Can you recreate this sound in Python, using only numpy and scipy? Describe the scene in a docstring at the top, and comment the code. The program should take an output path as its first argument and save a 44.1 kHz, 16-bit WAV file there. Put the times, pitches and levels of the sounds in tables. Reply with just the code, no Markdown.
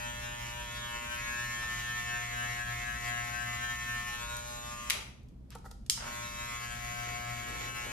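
"""A small tiled room: electric hair clippers buzz at about 120 strokes a second and crackle through hair.
Blade and housing partials make the buzz; they shift as the head is laid onto the nape and rocked.
The switch snaps off and the blades clatter to rest, filtered noise pulsing with the slowing strokes.
The head is handled for a second in taps and knocks, then the switch snaps on and the blades rattle up.
Clicks, taps and clatter excite the room's tail; shaped noise is a low ventilation rumble underneath."""
import sys
import numpy as np
from scipy import signal
from scipy.fft import rfft, irfft, next_fast_len
from scipy.io import wavfile
from scipy.ndimage import uniform_filter1d, map_coordinates

SR = 44100
rng = np.random.default_rng(int(sys.argv[2]) if len(sys.argv) > 2 else 0)


def persist_wave(psi):
    """Save psi, clipped to +-1, as 16-bit WAV."""
    counts = np.round(np.clip(psi, -1, 1) * 32767).astype(np.int16)
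    wavfile.write(sys.argv[1], SR, np.atleast_2d(counts).T)


N = 349259
T = np.arange(N) / SR
FRAME = 441  # samples per control frame
FRAME_T = np.arange(N // FRAME + 2) * FRAME / SR
CUTOFF_HZ = 14000

# ventilation colour: [f/Hz, relative level/dB per Hz]
VENT_COLOUR = [(18, -35), (28, -2), (40, -6), (54, 2.5), (75, -4.5), (100, -14.5), (120, -2.5),
               (150, -15.5), (185, -11), (240, -14), (330, -24), (600, -31.5), (1500, -46), (14000, -60.5)]
VENT_DB = -49
# likeness of the ventilation at the two microphones: [f/Hz, likeness 0-1]
VENT_LIKENESS = [(60, .98), (130, .92), (260, .55), (600, .1), (2000, 0)]

# the motor is switched off, switched on, and back at full swing (s)
OFF_S, CLOSED_S, ON_S = 4.895, 5.9, 6.08
SPIN_UP_S = .045  # time constant of the swing building up
# how far the clipper is laid over towards the nape, 0 = lifted clear: [t/s, angle/degrees]
ANGLE = [(0, 15), (.4, 18), (.9, 34), (1.5, 52), (2, 60), (2.4, 75), (2.8, 80), (3.4, 77), (3.8, 61),
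         (4.14, 58), (4.25, 38), (4.5, 2), (4.86, 0), (6.06, 36), (6.35, 36), (6.75, 78), (7.45, 79),
         (7.9, 52)]
# the head counts as lifted below the first angle and as laid on above the second (degrees)
LAID_DEGREES = (35, 75)
# spells of rocking against the skin: [first push t/s, last push t/s, pushes per s, relative depth]
ROCKING = [(.19, 1.0, 3.75, .75), (1.26, 4.04, 3.957, 1.1), (6.3, 6.85, 3.6, .5), (7.11, 7.85, 4.05, .85)]
# stroke rate running free, and its sag as the head is laid on and with each push
FREE_HZ, SAG_HZ_PER_DEGREE, SAG_HZ_PER_PUSH = 119.75, .0035, .17

# clean partials of armature and housing: [order, level gained on a push/dB, lag behind the push/s]
HOUSING = [(1, 1.6, -.02), (5, -1, 0), (6, .5, .03), (8, -2, .04), (9, 1.3, 0), (11, -2.6, .054),
           (12, 1, 0), (19, 3.3, 0), (15, -1.9, .045)]
# directivity of all but the last housing partial: one row each, [level/dB at each angle below]
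DIRECTIVITY = [(-66, -51, -60, -52, -49.5), (-56, -55, -55, -67, -61), (-58, -57, -61, -54, -47.5),
               (-57, -48.5, -49, -57, -60), (-53.5, -62, -49.5, -50, -51), (-64, -61, -56, -52, -52.5),
               (-55, -54, -52, -56, -59), (-65, -58, -54, -54, -53.5)]
DIRECTIVITY_DEGREES = (0, 20, 40, 60, 80)
# the last housing partial sits on the resonance of the head: [t/s, level/dB]
RING = [(0, -54.5), (1.1, -51), (1.3, -47), (1.48, -42.5), (2.08, -41), (2.4, -47), (3.45, -49), (3.8, -41),
        (4.15, -43), (4.26, -64), (4.86, -60), (6.06, -58), (7.9, -58)]
HOUSING_GAIN_DB = 0.38  # added to both tables above
HOUSING_WAVER = .24  # how much room echoes make the housing partials waver
# place of each housing partial between the microphones:
# [left-right level/dB lifted, laid on, left leads by/radians lifted, laid on]
PLACES = [(0, -.5, 0, -.1), (8, 0, 1.4, 1.5), (0, 9, 2.8, 1.9), (0, 5, 2.1, 3), (5, 15, .7, 1.8),
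          (2, 7, .2, .9), (1, 2, 2.1, 2), (0, -1, .4, .7), (-1, 0, -.3, -.1)]

# colour of the blade partials; from order 12 up only its shape within a register counts:
# [f/Hz, level/dB per partial]
BLADE_COLOUR = [(240, -62.5), (360, -68.5), (480, -67.5), (840, -58), (1200, -57.5), (1700, -59),
                (2600, -59.5), (3200, -65.5), (3700, -63), (4300, -61), (5000, -65.5), (6900, -57),
                (8600, -66.5), (12600, -70), (14200, -74)]
# blade partials that stand out or are nearly missing: [order, relative level/dB]
STANDING = [(10, 0), (16, -0.5), (18, -1), (21, -0.5), (22, 3), (23, -1.5), (27, 3.5), (30, -2.5),
            (31, -5.5), (33, -0.5), (36, 1.5), (37, -6), (38, -9), (39, 2.5), (40, -6), (42, 3), (43, -20),
            (44, 2), (45, -2), (47, 4), (48, -2.5), (50, 1), (51, -13), (52, 5), (56, 1), (58, 6),
            (60, -13), (64, 5.5)]
# levels of the three registers of the blade rattle: [t/s, knock level/dB, rasp level/dB, sizzle level/dB]
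RATTLE = [(0, -48, -47.5, -49.5), (0.65, -51, -46.5, -50.5), (1.1, -46.5, -44.5, -48.5),
          (1.27, -42, -44.5, -46.5), (1.55, -45.5, -46.5, -46), (2.05, -47, -45.5, -47),
          (2.3, -41.5, -47, -48), (2.7, -40, -47, -48), (3.5, -41.5, -47.5, -48), (4.2, -50.5, -45.5, -47),
          (4.5, -57, -53, -48), (4.86, -53, -50, -49.5), (6.06, -51, -51, -47), (6.7, -46, -48.5, -47.5),
          (7.25, -46, -51, -49.5), (7.9, -47.5, -46.5, -47.5)]
RATTLE_PUSH_DB = (-2.3, -1.3, 0.3)  # what a push adds to knock, rasp and sizzle
# likeness of the buzz at the two microphones: [f/Hz, likeness 0-1]
BLADE_LIKENESS = [(1000, 0.8), (4000, 0.35), (8000, 1), (13000, 1)]
# phase by which blade and hair reach the left microphone first: [f/Hz, lead/radians]
LEAD = [(0, 0), (950, 2.7), (1290, 0.5), (1810, 6.5), (3010, 7.1), (5250, 13.8), (6630, 15.4), (7490, 14.7),
        (9560, 16.1), (11100, 18.9), (12300, 18.9), (13400, 21.8), (15200, 22.0), (16100, 24.7)]
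# balance of the blade partials: [f/Hz, left-right level/dB]
TILT = [(240, -7.5), (400, 0.5), (1000, 0), (1550, 7), (1900, 1), (4500, 2), (6000, 0), (9000, 1.5),
        (13000, 0)]
# strength of the return stroke, and how fast the paths of the partials change (per s at 1 kHz)
BACK_STROKE, CHANGE_PER_S = .15, 1.6
FLICKER = .18  # how much loose play makes the partials flicker
# the resonance of the blade plate shifts with the grip: [t/s, f/Hz]
PLATE = [(0, 2700), (.22, 3200), (.5, 2700), (.8, 3700), (.95, 3000), (1.25, 2400), (1.85, 3150),
         (2.3, 2750), (3.4, 2750), (3.85, 3100), (4.1, 2750), (4.3, 3750), (4.62, 3700), (4.86, 2700),
         (6.06, 3400), (6.4, 3850), (6.55, 2850), (7.9, 2800)]
PLATE_DB, PLATE_WIDTH_HZ = 6, 300
# two resonances of the head: [f/Hz, width/Hz, relative level/dB, level gained on a push/dB]
KNOCK_MODES = [(1595, 210, 0, -7), (2070, 270, -4.5, 7.5)]
KNOCK_SKIRT = .08  # gain of the knock outside its resonances
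KNOCK_DIRECT = (.15, .55)  # share of the knock straight from the head: lifted, laid on
# echo of the blade off the skin: strength, and a delay that grows with the angle
SKIN_ECHO, SKIN_DELAY_S, SKIN_DELAY_S_PER_DEGREE = 0.11, 0.00075, .000004
# single partials ring out for a moment as the clipper turns: [t/s, order, level/dB, spread/s]
FLARES = [(.98, 12, -52, .06), (1.26, 19, -50, .06), (1.26, 17, -49, .06), (1.4, 14, -49, .2),
          (2.53, 17, -47, .05), (4.3, 9, -52, .08), (4.31, 31, -55, .07), (4.31, 33, -56, .06),
          (4.34, 12, -46, .06), (4.62, 31, -55, .07), (4.78, 10, -48, .1), (6.27, 50, -57, .08),
          (6.32, 22, -52, .1), (6.36, 32, -54, .11), (7.1, 39, -61, .35), (7.35, 19, -50.5, .5)]

# colour of the hair being cut: [f/Hz, relative level/dB per Hz]
CUT_COLOUR = [(200, -52.5), (500, -18.5), (1000, -9), (1500, -3), (2000, -1), (2700, -6), (3500, -5),
              (5000, -14), (7000, -4.5), (9000, -34.5), (13000, -14.5), (14500, -50)]
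# crunch when lifted clear, before the gain in cutting(), and what a push and each degree of lean add
CUT_DB, CUT_PUSH_DB, CUT_DB_PER_DEGREE = -67.2, 3, .09
# the teeth bite into thicker tufts: [t/s, level/dB before the gain in cutting()]
BITES = [(.48, -59), (1.8, -56), (2.24, -63), (3.08, -64), (3.36, -72), (7.085, -57), (7.39, -61.5),
         (7.58, -65), (7.635, -55.5)]
BITE_S = 0.04  # spread of each swell
# steel sliding on steel: [f/Hz, relative level/dB per Hz]
SLIDE_COLOUR = [(300, -5), (1500, -6), (3000, -9), (5000, -4), (7000, 1), (9000, -1), (12800, -5.5),
                (14500, -25)]
SLIDE_DB = -56.5

# taps, scuffs and soft low rubs: [t/s, level/dB, brightest f/Hz, decay/s]
HANDLING = [(0.779, -63, 280, 0.082), (1.131, -67, 300, 0.75), (1.629, -48.5, 1100, 0.022),
            (4.368, -36, 6240, 0.0021), (5.232, -69, 6500, .004), (5.287, -67, 4500, 0.006),
            (5.505, -45.5, 7500, 0.0016), (5.506, -56, 2600, .004), (5.521, -53.5, 2390, 0.024),
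            (5.552, -46.5, 5400, 0.004), (5.586, -58, 3600, .003), (5.657, -58, 5900, 0.021),
            (5.713, -48, 5100, 0.0048), (5.864, -52, 4940, 0.0036), (7.07, -56.5, 260, 0.13),
            (7.52, -52.5, 228, 0.3), (7.561, -60, 600, .045), (7.87, -51.5, 270, 0.13)]
RISE_SHARE = 0.36  # their rise time as a share of the decay
# hollow of the gripped body: [f/Hz, width/Hz, level/dB]
HOLLOW = [(514, 74, -7.5), (980, 79, 6), (1280, 44, 10.5)]
# decay of the tiled room: [f/Hz, t60/s]
ROOM_T60 = [(250, 0.52), (1300, 0.49), (3500, 0.52), (9000, 0.41), (14000, 0.18)]
# how much room the contacts stir up: [t/s, send level/dB]
ROOM_SEND = [(4.95, -4), (5.5, -6), (5.6, -7.5), (5.88, -4.5)]

# loose clatter of the blade coasting down: [f/Hz, relative level/dB per Hz]
COAST_COLOUR = [(150, -20), (380, 0), (1000, -1), (2000, -8), (4000, -25), (14000, -45)]
# loose clatter of the blade running up: [f/Hz, relative level/dB per Hz]
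START_COLOUR = [(150, -25), (450, -7), (900, 0), (1500, -1), (2800, -8), (5000, -22), (14000, -35)]
COAST_DB, START_DB = -49, -45.5
COAST_S, RUN_UP_S = .085, .155  # time scales of the motor coasting down and running up

# switch contacts: [t/s, level/dB before the gain in switch(), brightest f/Hz, left-right level/dB]
SWITCH = [(4.8993, -13, 2650, 4.5), (4.8994, -15, 9500, 5), (4.9014, -20, 4840, 3), (4.9054, -9, 2400, 2),
          (4.905, -17, 7000, -10), (5.8984, -9.5, 3900, -2), (5.8979, -7.5, 5940, 1), (5.899, -25, 1900, 9),
          (5.901, -22, 10260, 4), (5.9042, -20, 6481, 15), (5.9072, -17, 7550, -10)]
# ringing of switch and shell: [f/Hz, relative level/dB, t60/s]
SHELL = [(1244, -2, .006), (1880, -12, .012), (2164, -7, .016), (2520, -2, .012), (2790, -2, .014),
         (3240, -6, .012), (3660, -2, .013), (4011, -2, .014), (4770, -2, .012), (5200, -3, .011),
         (5561, -1, .014), (6200, -3, .01), (6718, -1, .014), (7316, 0, .012), (7881, -5, .011),
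         (8770, -10, .008), (9940, -5, .007), (10820, -4, .008), (12440, -5, .008)]
SWITCH_LAG_S = .00006  # the shell's ring reaches the right microphone this much later
# the closed hand knocks against the body, mostly in short stumbles: [t/s, level/dB, brightest f/Hz]
KNOCKS = [(5.549, -47, 1300), (5.553, -38, 700), (5.557, -40, 1100), (5.644, -46, 750), (5.654, -45, 1200),
          (5.66, -38.5, 1450), (5.665, -44, 1200), (5.713, -48, 900)]
# ringing of the gripped body: [f/Hz, relative level/dB, t60/s]
BODY = [(470, 0, .035), (795, -2, .04), (905, -1, .045), (1297, 0, .045), (1410, -4, .035),
        (1780, -5, .025), (1954, -9, .04)]
KNOCK_CONTACT_S = .0004  # a soft hand spreads each knock over this time


def from_db(db):
    """Decibels to gain."""
    return 10 ** (np.asarray(db) / 20)


def rms_one(x):
    """Scale to unit rms."""
    return x / np.sqrt(np.mean(np.abs(x) ** 2) + 1e-20)


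def curves(rows, t):
    """Each column of a table at times t."""
    s, *columns = np.transpose(rows)
    return [np.interp(t, s, column) for column in columns]


def at_hz(points, hz):
    """Read a table on a log-frequency axis."""
    f, value = np.transpose(points)
    return np.interp(np.log(hz + 1), np.log(np.abs(f) + 1), value)


def bins(size):
    """Frequencies of a real FFT."""
    return np.fft.rfftfreq(size, 1 / SR)


def pan(db):
    """Left and right gains of equal total power."""
    pair = from_db(np.array([db, -db]) / 2)
    return pair / np.sqrt(np.mean(pair ** 2, axis=0))


def wander(per_s):
    """Slow complex random drift of unit power, frames x rates."""
    f = np.fft.fftfreq(len(FRAME_T), FRAME / SR)[:, None]
    shape = np.exp(-(f / per_s) ** 2 / 2)
    white = rng.standard_normal(shape.shape) + 1j * rng.standard_normal(shape.shape)
    unit_power = np.sqrt(2 * np.mean(shape ** 2, axis=0))
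    return np.fft.ifft(white * shape / unit_power, axis=0, norm="ortho")


def ventilation():
    """Steady rumble of shaped noise, nearly the same at both microphones in the bass."""
    size = next_fast_len(N)
    f = bins(size)
    mid, side = rfft(rng.standard_normal((2, size)))
    alike = np.clip(at_hz(VENT_LIKENESS, f), 0, 1)
    pair = np.sqrt(1 + alike) * mid + np.sqrt(1 - alike) * side * [[1], [-1]]
    rumble = irfft(pair * from_db(at_hz(VENT_COLOUR, f)), size)[:, :N]
    return from_db(VENT_DB) * rms_one(rumble)


def angle(t):
    """Angle of the clipper in degrees."""
    return curves(ANGLE, t)[0]


def laid_on(lifted, laid):
    """A value per frame that passes from its lifted to its laid-on state."""
    return np.interp(angle(FRAME_T), LAID_DEGREES, (lifted, laid))


def rocking(t, end_share=0.64):
    """The wrist rocks evenly, widest mid-spell: positive on a push, negative on the way back."""
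    out = np.zeros(len(t))
    for first, last, per_s, depth in ROCKING:
        gate = np.clip(2 * per_s * np.minimum(t - first, last - t) + 2, 0, 1)
        progress = np.clip((t - first) / (last - first), 0, 1)
        arch = end_share + (1 - end_share) * np.sin(np.pi * progress)
        out += depth * gate * arch * np.cos(2 * np.pi * per_s * (t - first))
    return out


def stroke_hz(t):
    """The motor slows a little under load."""
    return FREE_HZ - SAG_HZ_PER_DEGREE * angle(t) - SAG_HZ_PER_PUSH * rocking(t)


def running(t, fade_db_per_s=115):
    """The buzz dies away after switch-off and builds up once the switch has closed."""
    dying = from_db(-fade_db_per_s * np.maximum(t - OFF_S, 0))
    building = (t > CLOSED_S) * np.exp(np.minimum(t - ON_S, 0) / SPIN_UP_S)
    return np.maximum(dying, building)


def blade_rings(hz, lean, chatter_per_s=14):
    """Partials arrive by paths that change slowly and with the lean; loose play makes them flicker."""
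    rates = .3 + CHANGE_PER_S * hz / 1000 / np.sqrt(1 + hz / 6000)
    alike = np.clip(at_hz(BLADE_LIKENESS, hz), 0, 1)
    shared = np.cos(lean)[:, None] * wander(rates) + np.sin(lean)[:, None] * wander(rates)
    shared = shared + FLICKER * wander(np.full(len(hz), chatter_per_s))
    separate = np.array([wander(rates), wander(rates)])
    return np.sqrt(alike) * shared + np.sqrt(1 - alike) * separate


def head_resonances(hz, push):
    """Gain per frame and partial of the two resonances of the head, which rocking favours in turn."""
    gain = KNOCK_SKIRT
    for centre, width, db, push_db in KNOCK_MODES:
        peak = from_db(db + push_db * push)[:, None]
        gain = gain + peak / (1 + ((hz - centre) / width) ** 2) ** 2
    return gain


def skin_echo(hz):
    """A short reflection lifts some partials and sinks others; the pattern slides with the angle."""
    delay = SKIN_DELAY_S + SKIN_DELAY_S_PER_DEGREE * angle(FRAME_T)
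    return 1 + SKIN_ECHO * np.exp(-2j * np.pi * np.outer(delay, hz))


def plate_resonance(hz):
    """Gain per frame and partial of the shifting resonance of the blade plate."""
    centre_hz, = curves(PLATE, FRAME_T)
    return from_db(PLATE_DB / (1 + ((hz - centre_hz[:, None]) / PLATE_WIDTH_HZ) ** 2))


def blade_partials(hz, ring=0.25, diffuse=0.83, lean_radians=1.12):
    """The blade strikes at both ends of its travel, giving a low knock, a rasp and a high sizzle."""
    push = rocking(FRAME_T)
    register_db = curves(RATTLE, FRAME_T) + np.outer(RATTLE_PUSH_DB, push)
    cycle = irfft(blade_rings(hz, lean_radians * push))
    turn = np.arange(cycle.shape[-1]) / cycle.shape[-1]
    return_strike = BACK_STROKE * np.exp(-((turn - .46) % 1) / ring)
    strikes = diffuse + np.exp(-turn / ring) + return_strike
    partials = rms_one(rfft(cycle * strikes))
    order = np.arange(len(hz))
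    knock, rasp, sizzle = (order >= 12) & (order < 19), (order >= 19) & (order < 34), order >= 34
    # part of the knock comes straight from the head, one crisp blow a stroke
    direct = laid_on(*KNOCK_DIRECT)[:, None]
    blows = direct + (1 - direct) * partials[..., knock]
    partials[..., knock] = blows * head_resonances(hz[knock], push)
    partials[..., sizzle] *= skin_echo(hz[sizzle])
    partials *= from_db(at_hz(BLADE_COLOUR, hz)) * plate_resonance(hz)
    for k, standing_db in STANDING:
        partials[..., round(k)] *= from_db(standing_db)
    # leave room for the housing partials
    partials[..., [round(row[0]) for row in HOUSING]] = 0
    # bring each register to its level
    for zone, level_db in zip((knock, rasp, sizzle), register_db):
        frame_power = np.mean(np.sum(np.abs(partials[..., zone]) ** 2, axis=2), axis=0)
        power = uniform_filter1d(frame_power, size=5)
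        partials[..., zone] *= (from_db(level_db) / np.sqrt(power))[:, None]
    partials[1] *= np.exp(-1j * np.interp(hz, *np.transpose(LEAD)))
    return partials * pan(at_hz(TILT, hz))[:, None]


def housing_levels():
    """Level in dB of each housing partial per frame, as the clipper turns and rocks."""
    turned = [np.interp(angle(FRAME_T), DIRECTIVITY_DEGREES, row) for row in DIRECTIVITY]
    pushed = np.array([push_db * rocking(FRAME_T - lag_s) for _, push_db, lag_s in HOUSING])
    return np.array(turned + curves(RING, FRAME_T)) + pushed + HOUSING_GAIN_DB


def flared(partials):
    """Swell the flaring partials, each in a smooth arch that steadies its phase."""
    out = partials.copy()
    for s, order, level_db, spread_s in FLARES:
        swell = from_db(level_db) * np.exp(-((FRAME_T - s) / spread_s) ** 2 / 2)
        centre_phase = np.angle(out[:, round(s * SR / FRAME), order])
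        steady = swell * np.exp(1j * centre_phase)[:, None]
        phase = np.angle(out[..., order] + steady)
        out[..., order] = np.hypot(np.abs(out[..., order]), swell) * np.exp(1j * phase)
    return out


def buzz(strokes, phase_drift=0.24, size=2048):
    """Blade and housing partials make one cycle per frame, played at the stroke rate."""
    hz = np.arange(129) * np.mean(stroke_hz(FRAME_T))
    partials = blade_partials(hz)
    for (order, _, _), place, level_db in zip(HOUSING, PLACES, housing_levels()):
        side_db, lead = laid_on(*place[:2]), laid_on(*place[2:])
        drift = phase_drift * wander(np.array([.5]))[:, 0].real
        tone = from_db(level_db) * np.exp(1j * (drift + 2 * np.pi * rng.random()))
        echoes = 1 + HOUSING_WAVER * wander(np.array([2.5, 2.5])).T
        placing = pan(side_db) * np.exp(np.outer([0, -1j], lead))
        partials[..., round(order)] = tone * echoes * placing
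    partials[..., 0] = 0
    cycles = irfft(flared(partials), size) * size / np.sqrt(2)
    where = [np.arange(N) / FRAME, strokes % 1 * size]
    played = [map_coordinates(c, where, order=1, mode="grid-wrap") for c in cycles]
    return np.array(played) * running(T)


def unsteady_hand(depth_db=1.71, per_s=11.0):
    """Small changes of grip and pressure make the buzz swell and sink."""
    sway = wander(np.array([per_s]))[:, 0].real
    return from_db(depth_db * np.interp(T, FRAME_T, sway))


def blade_noise(strokes, colour, grain_db=3.0, pulsing=0.15, likeness=0.44):
    """Dense uneven grains, bunched on each pass of the blade; rms 1."""
    sizes = from_db(grain_db * np.repeat(rng.standard_normal(N // 32 + 1), 32)[:N])
    passes = 1 + pulsing * np.cos(2 * np.pi * strokes)
    shared = np.sqrt(likeness) * rng.standard_normal(N)
    separate = np.sqrt(1 - likeness) * rng.standard_normal((2, N))
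    grains = (shared + separate) * sizes * passes
    size = next_fast_len(N)
    spectrum = rfft(grains, size) * from_db(at_hz(colour, bins(size)))
    spectrum[1] *= np.exp(-1j * np.interp(bins(size), *np.transpose(LEAD)))
    return rms_one(irfft(spectrum, size)[:, :N])


def hair_flow():
    """Crunch amplitude: more hair as the head is laid on and on each push, a short swell per tuft."""
    tufts = sum(from_db(db) * np.exp(-((T - s) / BITE_S) ** 2 / 2) for s, db in BITES)
    steady_db = CUT_DB + CUT_DB_PER_DEGREE * angle(T) + CUT_PUSH_DB * rocking(T)
    return np.hypot(from_db(steady_db), tufts)


def cutting(strokes, gain_db=10.0):
    """Hairs crunch between the teeth over the even hiss of the sliding blade."""
    crunch = blade_noise(strokes, CUT_COLOUR) * hair_flow() * from_db(gain_db)
    slide = from_db(SLIDE_DB) * blade_noise(strokes, SLIDE_COLOUR)
    return (crunch + slide) * running(T)


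def handling(octaves=0.72, size=32768):
    """Taps, scuffs and rubs: short noise bursts that ring in the hollow body."""
    out, f = np.zeros((2, N + size)), bins(size) + 1
    body = 1 + sum(from_db(db) / (1 + 2j * (f - hz) / width) for hz, width, db in HOLLOW)
    t = (np.arange(size) - size // 4) / SR  # the burst peaks at 0
    for s, level_db, bright_hz, decay in HANDLING:
        rise = RISE_SHARE * decay
        colour = rms_one(body * np.exp(-(np.log2(f / bright_hz) / octaves) ** 2 / 4))
        noise = rms_one(rng.standard_normal((2, size)) + rng.standard_normal(size))
        force = noise * np.exp(np.minimum(t / rise, -t / decay))
        i = round((s + t[0]) * SR)
        out[:, i:i + size] += from_db(level_db) * irfft(rfft(force) * colour)
    return out[:, :N]


def room(x):
    """Diffuse noise tail of the tiled room, different at each microphone and shorter in the treble."""
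    t = T[:int(SR * .7)]
    white, tail = rfft(rng.standard_normal((2, len(t)))), 0
    edges = np.geomspace(100, SR / 2, num=10)
    for low, high in zip(edges, edges[1:]):
        band = irfft(white * ((bins(len(t)) >= low) & (bins(len(t)) < high)), len(t))
        tail = tail + band * from_db(-60 * t / at_hz(ROOM_T60, np.sqrt(low * high)))
    tail = tail * np.clip(t / 0.0042, 0, 1)  # soft onset
    unit_energy = rms_one(tail) / np.sqrt(len(t))
    return signal.fftconvolve(x, unit_energy, axes=1)[:, :N]


def clatter(ring=0.53):
    """Coasting down and running up, strokes clack in the slack of the drive, most at half speed."""
    off = T < CLOSED_S
    coasting = np.exp(-np.maximum(T - OFF_S, 0) / COAST_S)
    running_up = 1 - np.exp(-((T - CLOSED_S) / RUN_UP_S) ** 2)
    speed = np.where(off, coasting, running_up)
    strokes = np.cumsum(speed) * FREE_HZ / SR
    slack = (4 * speed * (1 - speed)) ** 2
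    clacks = slack * rms_one(np.exp(-(strokes % 1) / ring))
    coast = from_db(COAST_DB) * blade_noise(strokes, COAST_COLOUR)
    start = from_db(START_DB) * blade_noise(strokes, START_COLOUR)
    return clacks * np.where(off, coast, start)


def struck(modes, bright_hz, octaves, t, spread_db=1.5):
    """One blow sets all modes ringing, most strongly those near its brightest frequency."""
    hz, mode_db, t60 = np.transpose(modes)[:, :, None]
    uneven = from_db(mode_db + spread_db * rng.standard_normal(hz.shape))
    weights = uneven * np.exp(-(np.log2(hz / bright_hz) / octaves) ** 2 / 2)
    decay = np.exp(-np.log(1000) * t / t60)
    rings = rng.choice([-1, 1], hz.shape) * np.sin(2 * np.pi * hz * t) * decay
    return np.sum(weights * rings, axis=0) / np.sqrt(np.sum(weights ** 2))


def at_microphones(x, size):
    """A sound reaches the right microphone a little later than the left."""
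    delay = np.exp(-2j * np.pi * np.outer([0, SWITCH_LAG_S], bins(size)))
    return irfft(rfft(x, size) * delay, size)


def switch(octaves=0.44, crack=1.61, crack_s=0.0015, gain_db=-5.0, size=8192):
    """Each contact is a sharp crack and a ring of the small shell, which radiates little bass."""
    out, t = np.zeros((2, N)), T[:size]
    for s, level_db, bright_hz, side_db in SWITCH:
        shell = at_microphones(struck(SHELL, bright_hz, octaves, t), size)
        edges = [bright_hz * 0.71, min(bright_hz * 1.53, SR / 3)]
        band = signal.butter(1, edges, "band", fs=SR, output="sos")
        snap = rms_one(signal.sosfilt(band, rng.standard_normal((2, size)))) * np.exp(-t / crack_s)
        thin = signal.butter(4, bright_hz * 0.38, "high", fs=SR, output="sos")
        click = signal.sosfilt(thin, shell + crack * snap)
        i = round(s * SR)
        out[:, i:i + size] += click / 2 * from_db(level_db + gain_db) * pan(side_db)[:, None]
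    return out


def knocks(octaves=1.0, size=8192):
    """Dull knocks of the hand set the hollow body ringing."""
    out, force = np.zeros((2, N)), np.hanning(round(KNOCK_CONTACT_S * SR))
    for s, level_db, bright_hz in KNOCKS:
        i = round(s * SR)
        ringing = struck(BODY, bright_hz, octaves, T[:size])
        out[:, i:i + size] += from_db(level_db) * signal.lfilter(force / force.sum(), 1, ringing)
    # the bass below the lowest body mode is thinned out
    return signal.sosfilt(signal.butter(2, BODY[0][0] * 0.56, "high", fs=SR, output="sos"), out)


def scene():
    """Buzz and cutting follow the strokes; clicks, taps and clatter ring out in the room."""
    strokes = np.cumsum(stroke_hz(T)) / SR
    clipper = buzz(strokes) * unsteady_hand() + cutting(strokes)
    contacts = handling() + clatter() + switch() + knocks()
    send_db, = curves(ROOM_SEND, T)
    return ventilation() + clipper + contacts + room(contacts * from_db(send_db))


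def record(dry):
    """A steep low-pass cuts the top."""
    return signal.sosfilt(signal.ellip(10, .2, 80, CUTOFF_HZ, fs=SR, output="sos"), dry)


dry = scene()
out = record(dry)
persist_wave(out)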